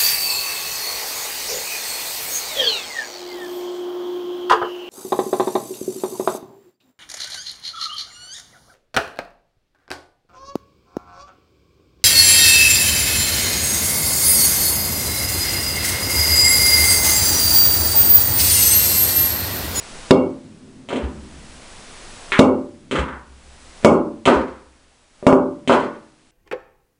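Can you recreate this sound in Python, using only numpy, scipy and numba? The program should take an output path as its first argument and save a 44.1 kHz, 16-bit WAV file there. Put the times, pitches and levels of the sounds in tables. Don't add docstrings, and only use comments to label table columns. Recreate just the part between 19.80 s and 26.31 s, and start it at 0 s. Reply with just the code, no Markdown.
import sys
import numpy as np
from scipy import signal
from scipy.fft import rfft, irfft
from scipy.io import wavfile
from numba import njit

SR = 44100
rng = np.random.default_rng(int(sys.argv[2]) if len(sys.argv) > 2 else 0)


def generate_wav(signal):
    frames = np.transpose(np.atleast_2d(signal))
    scaled = np.clip(frames, -1, 1) * 32767
    pcm = np.round(scaled).astype(np.int16)
    wavfile.write(sys.argv[1], SR, pcm)


N = 287091

# [f/Hz, relative density/dB per Hz]
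HISS_SPECTRUM = [(53, -37), (90, -2), (209, -6.5), (368, -3.5), (572, -3), (4730, -10.5), (7970, -13),
                 (10100, -13.5), (11000, -5.5), (14300, -72), (22000, -120)]
# [t/s, thud level/dB, knock level/dB, click level/dB, shaft crack level/dB]
STROKES = [(0.3079, -4.5, -9.5, -22, -17), (2.5915, -2, -1.5, -12, -14.5), (4.047, -1, 1, -10, -22),
           (5.4667, -4.5, 2.5, -14.5, -20.5)]
# [t/s, thud level/dB, knock level/dB, click level/dB]
TOUCHES = [(2.5199, -42.5, -16, -22.5), (2.585, -56, -40, -24), (4.029, -46.5, -41.5, -51),
           (4.038, -41, -36, -38), (4.931, -68.5, -46.5, -66), (5.427, -29.5, -45.5, -44.5)]
# [t/s, thud level/dB, knock level/dB]
HOPS = [(0.392, -45.5, -41), (2.683, -14, -43), (4.118, -6.5, -10.5), (5.527, -5, -8.5)]
# [f/Hz, relative level/dB, t60/s]
TABLE_MODES = [(92.6, -14.5, 1), (165.5, -7, 0.36), (223.4, -3, 0.62), (271, -6.5, .25), (262.4, 5, 0.4),
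               (311.5, -13.5, 0.98), (386, -12.5, 0.39), (391.1, 4.5, 0.32), (409.4, -24, 0.22),
               (470.6, -1, 0.34), (514.7, -0.5, 0.46), (582, 0, 0.48), (672, -15, 0.51), (966, -5.5, 0.19),
               (1177, -9, 0.4)]
# [f/Hz, relative level/dB, t60/s]
BALL_MODES = [(2225, -48, 0.14), (2770, -52, .12), (3240, -62, .08), (4200, -65, 0.07), (4340, -63, 0.07)]
# [f/Hz, relative level/dB, t60/s]
SHAFT_MODES = [(2810, -4.5, 0.03), (3480, -17.5, 0.025), (3710, 4, 0.0093), (4480, -6.5, .025),
               (5000, -8.5, 0.042)]
# [f/Hz, t60/s]
ROOM_T60 = [(60, .5), (160, 0.26), (300, 0.4), (600, 0.19), (1100, 0.42), (2900, 0.2), (7700, .22)]
# [f/Hz, relative level/dB]
ROOM_COLOUR = [(60, 9), (200, 1), (600, -9.5), (1500, -9), (4000, -4.5), (10000, -1)]
# [t at the jaw/s, roll level/dB, thud f/Hz, knock f/Hz, rustle level/dB]
DROPS = [(1.086, -42.5, 395, 800, -32.5), (3.11, -45.5, 265, 1160, -26.5), (4.456, -50.5, 373, 880, -15),
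         (5.875, -41.5, 361, 810, -17)]
# [t/s, thud level/dB, knock level/dB, click level/dB]
POCKET_HITS = [(1.088, -28.5, -24.5, -17), (1.102, -29, -31, -47), (1.128, -14, -42, -17.5),
               (1.16, -17.5, -53, -17), (1.233, -35, -70, -29), (3.112, -18.5, -13, -8),
               (3.127, -14, -22.5, -38), (3.156, -36.5, -6.5, -11), (3.187, -24, -10, -11.5),
               (3.282, -40, -14.5, -30), (3.328, -37.5, -17.5, -42), (4.455, -48.5, -8.5, 0.5),
               (4.46, -7.5, -5.5, -25), (4.475, -1.5, 5, -7.5), (4.5, -5.5, -16, -37),
               (4.54, -20.5, -27, -16.5), (4.58, -13, -35, -45), (5.876, -12.5, -29, -3.5),
               (5.896, -4, 6, -44), (5.921, -6, -1, -5.5), (5.998, -35, -20, -18), (6.031, -16, -18, -37)]
# [f/Hz, relative density/dB per Hz]
LEATHER_SPECTRUM = [(180, -41.5), (400, 2.5), (1000, 0.5), (1800, -5), (2800, -14), (5000, -26),
                    (10000, -41), (20000, -68)]
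# [t/s, frame boom level/dB]
LANDINGS = [(1.223, -19), (3.179, -13), (4.551, -20), (5.949, -32.5)]
# [f/Hz, relative level/dB, t60/s]
FRAME_MODES = [(61, -13, 0.21), (67.6, -0.5, 0.25), (63.6, -17, 1.6), (69.4, -20, 1.5), (76, -29, 1.0)]

HISS_DB, RUMBLE_DB, RUMBLE_TOP_HZ = -52.5, -48.5, 22
WHINE_HZ, WHINE_DB = 7800, -72
ROLL_RISE_S, FLOOR_HUM_DB = .05, -66.5
SETTLE_DB, SETTLE_FADE_DB_PER_S = 8, 55.5
TIP_THUD_HZ, STROKE_KNOCK_HZ, STROKE_CLICK_HZ = 382, 800, 2270
TOUCH_KNOCK_HZ, TOUCH_CLICK_HZ, POCKET_CLICK_HZ = 1420, 2554, 2472
BALL_FADE_DB_PER_S = 171
RUSTLE_DELAY_S, RUSTLE_FADE_DB_PER_S = 0.015, 123
ROOM_DB, ROOM_RISE_S, CUE_LINGER_S, BLOW_LOW_CUT_HZ = -18.5, 0.0013, .16, 75
MIC_LOW_CUT_HZ, CUTOFF_HZ = 36, 11700
FULL_GAIN_DB, LOUD_DB = 13.5, -4
DUCK_S, HOLD_S, RECOVER_S = 0.0054, 0.81, 0.54


def from_db(db):
    return 10 ** (np.asarray(db) / 20)


def rms_one(x):
    return x / np.sqrt(np.mean(x ** 2) + 1e-20)


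def band(x, low_hz, high_hz):
    sos = signal.butter(2, [low_hz, high_hz], "band", fs=SR, output="sos")
    return signal.sosfilt(sos, x + 1e-18)


def at_hz(points, hz):
    point_hz, value = np.array(points).T
    return np.interp(np.log(hz), np.log(point_hz), value)


def coloured(x, spectrum):
    hz = np.maximum(np.fft.rfftfreq(len(x), 1 / SR), 10)
    return rms_one(irfft(rfft(x) * from_db(at_hz(spectrum, hz)), len(x)))


def ring(x, hz, t60):
    radius = from_db(-60 / (t60 * SR))
    w = 2 * np.pi * hz / SR
    return signal.lfilter([0, np.sin(w)], [1, -2 * radius * np.cos(w), radius * radius], x + 1e-18)


def impulses(times, db):
    out = np.zeros(N)
    out[(np.asarray(times) * SR).astype(int)] = from_db(db)
    return out


def struck(modes, times, db, spread_db):
    chance = rng.normal(0, 1, (len(times), len(modes)))
    out = np.zeros(N)
    for k, (hz, mode_db, t60) in enumerate(modes):
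        blows = impulses(times, db + mode_db + spread_db * chance[:, k])
        out += ring(blows, hz, t60)
    return out


def fading(times, db, fade_db_per_s):
    t = np.arange(N) / SR
    gain = np.zeros(N)
    for s, top_db in zip(times, db):
        gain += (t > s) * from_db(top_db - fade_db_per_s * np.maximum(t - s, 0))
    return gain


def background():
    hiss = from_db(HISS_DB) * coloured(rng.standard_normal(N), HISS_SPECTRUM)
    whine = rms_one(band(rng.standard_normal(N), WHINE_HZ - 30, WHINE_HZ + 30))
    rumble = rms_one(band(rng.standard_normal(N), 8.2, RUMBLE_TOP_HZ))
    return hiss + from_db(WHINE_DB) * whine + from_db(RUMBLE_DB) * rumble


def roll():
    t = np.arange(N) / SR
    jaw_s, roll_db = np.transpose(DROPS)[:2]
    rolling = np.zeros(N)
    for stroke, db, end in zip(STROKES, roll_db, jaw_s):
        rise = np.clip((t - stroke[0]) / ROLL_RISE_S, 0, 1)
        rolling += from_db(db) * rise * (t < end)
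    landing_s = np.transpose(LANDINGS)[0]
    settling = fading(landing_s, roll_db + SETTLE_DB, SETTLE_FADE_DB_PER_S)
    gain = rolling + settling + from_db(FLOOR_HUM_DB)
    noise = rng.standard_normal(N)
    bed = sum(from_db(db) * ring(noise, hz, t60) for hz, db, t60 in TABLE_MODES)
    rumble = band(rms_one(bed) + from_db(18.5) * noise, 100, 308)
    return gain * rms_one(rumble)


def pulse(hz, octaves):
    edges = hz / 2 ** (octaves / 2), hz * 2 ** (octaves / 2)
    shape = band(band(np.arange(2000) == 0, *edges), *edges)
    return shape / np.abs(shape).max()


def contacts(rows, thud_hz, knock_hz, click_hz, edge_db):
    out = np.zeros(N + 2000)
    columns = np.broadcast_arrays(*np.transpose(rows), thud_hz, knock_hz, click_hz)
    for s, thud_db, knock_db, click_db, low_hz, mid_hz, high_hz in zip(*columns):
        at = int(s * SR)
        blow = out[at:at + 2000]
        blow += from_db(thud_db) * pulse(low_hz, octaves=1.88)
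        blow -= from_db(knock_db) * pulse(mid_hz, octaves=1.5)
        blow += from_db(click_db) * pulse(high_hz, octaves=1.25)
        blow -= from_db(click_db + edge_db) * pulse(5800, octaves=1.4)
    return out[:N]


def table(rows, table_db):
    times, thud_db = np.transpose(rows)[:2]
    rings = struck(TABLE_MODES, times, thud_db + table_db, spread_db=3.5)
    return band(rings, 90, 1700)


def ball_ring():
    times, thud_db = np.transpose(STROKES)[:2]
    shiver = fading(times, thud_db, BALL_FADE_DB_PER_S) * rng.standard_normal(N)
    return sum(from_db(db) * ring(shiver, hz, t60) for hz, db, t60 in BALL_MODES)


def shaft_crack():
    times, crack_db = np.transpose(STROKES)[[0, 4]]
    return struck(SHAFT_MODES, times + .003, crack_db, spread_db=3.0)


def room(x, linger_s):
    t = np.arange(SR) / SR
    edges = 50 * 2 ** np.arange(0, 8.1, .5)
    white = rng.standard_normal((2, SR))
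    tail = np.zeros(SR)
    for k, (low, high) in enumerate(zip(edges, edges[1:])):
        hz = np.sqrt(low * high)
        knee = linger_s / (1 + (hz / 1300) ** 2)
        age = np.sqrt(t ** 2 + knee ** 2) - knee
        level_db = at_hz(ROOM_COLOUR, hz) - 60 * age / at_hz(ROOM_T60, hz)
        tail += band(white[k % 2], low, high) * from_db(level_db)
    tail *= 1 - np.exp(-t / ROOM_RISE_S)
    reflections = signal.fftconvolve(x, tail)[:N]
    heard = from_db(-3.5) * x + from_db(ROOM_DB) * reflections
    return band(heard, BLOW_LOW_CUT_HZ, .45 * SR)


def cue():
    hops = [(*row, row[2] - 16) for row in HOPS]
    blows = [row[:4] for row in STROKES] + hops
    tip = contacts(blows, TIP_THUD_HZ, STROKE_KNOCK_HZ, STROKE_CLICK_HZ, edge_db=-0.5)
    tip = tip + contacts(TOUCHES, TIP_THUD_HZ, TOUCH_KNOCK_HZ, TOUCH_CLICK_HZ, edge_db=-13.5)
    bed = table(blows + TOUCHES, table_db=-9.0)
    ball = ball_ring()
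    shaft = shaft_crack()
    into_room = tip + from_db(-16.0) * shaft + from_db(-22.5) * bed
    return shaft + ball + bed + room(into_room, linger_s=CUE_LINGER_S)


def pocket_contacts():
    jaw_s, _, thud_hz, knock_hz, _ = np.transpose(DROPS)
    ball = np.searchsorted(jaw_s[1:] - .1, np.transpose(POCKET_HITS)[0])
    return contacts(POCKET_HITS, thud_hz[ball], knock_hz[ball], POCKET_CLICK_HZ, edge_db=-11)


def leather():
    sizes = from_db(3.0 * np.minimum(rng.exponential(1, N), 4))
    present = rng.random(N) < 300 / SR
    grains = rng.standard_normal(N) * sizes * present
    times, rustle_db = np.transpose(DROPS)[[0, 4]]
    gain = fading(times + RUSTLE_DELAY_S, rustle_db, RUSTLE_FADE_DB_PER_S)
    return gain * coloured(grains, LEATHER_SPECTRUM)


def frame_boom():
    times, boom_db = np.transpose(LANDINGS)
    return band(struck(FRAME_MODES, times, boom_db, spread_db=1.5), 50, 90)


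def pocket():
    in_room = room(pocket_contacts() + leather(), linger_s=0.06)
    return in_room + table(POCKET_HITS, table_db=-14.0) + frame_boom()


def scene():
    return (background() + roll() + cue() + pocket())[None]


@njit
def gain_curve(peak_db, full_db, loud_db, duck, hold, recover):
    out, gain_db, wait = np.empty(len(peak_db)), full_db, 0.0
    for i in range(len(peak_db)):
        over = peak_db[i] + gain_db - loud_db
        if over > 0:
            gain_db -= over * duck
            wait = hold
        elif wait > 0:
            wait -= 1
        else:
            gain_db += (full_db - gain_db) * recover
        out[i] = gain_db
    return out


def record(dry):
    low_cut = signal.butter(1, MIC_LOW_CUT_HZ, "high", fs=SR, output="sos")
    dry = signal.sosfilt(low_cut, dry)
    power = signal.lfilter([.01], [1, -.99], dry[0] ** 2)
    peak_db = 10 * np.log10(2 * power + 1e-12)
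    gain_db = gain_curve(peak_db, FULL_GAIN_DB, LOUD_DB,
                         1 / (DUCK_S * SR), HOLD_S * SR, 1 / (RECOVER_S * SR))
    roll_off = signal.cheby2(10, 40, 11300, fs=SR, output="sos")
    amplified = signal.sosfilt(roll_off, dry * from_db(gain_db))
    clipped = np.clip(amplified, -.95, .95)
    steep_cut = signal.cheby2(12, 60, CUTOFF_HZ, fs=SR, output="sos")
    return signal.sosfilt(steep_cut, clipped)


dry = scene()
out = record(dry)
generate_wav(out)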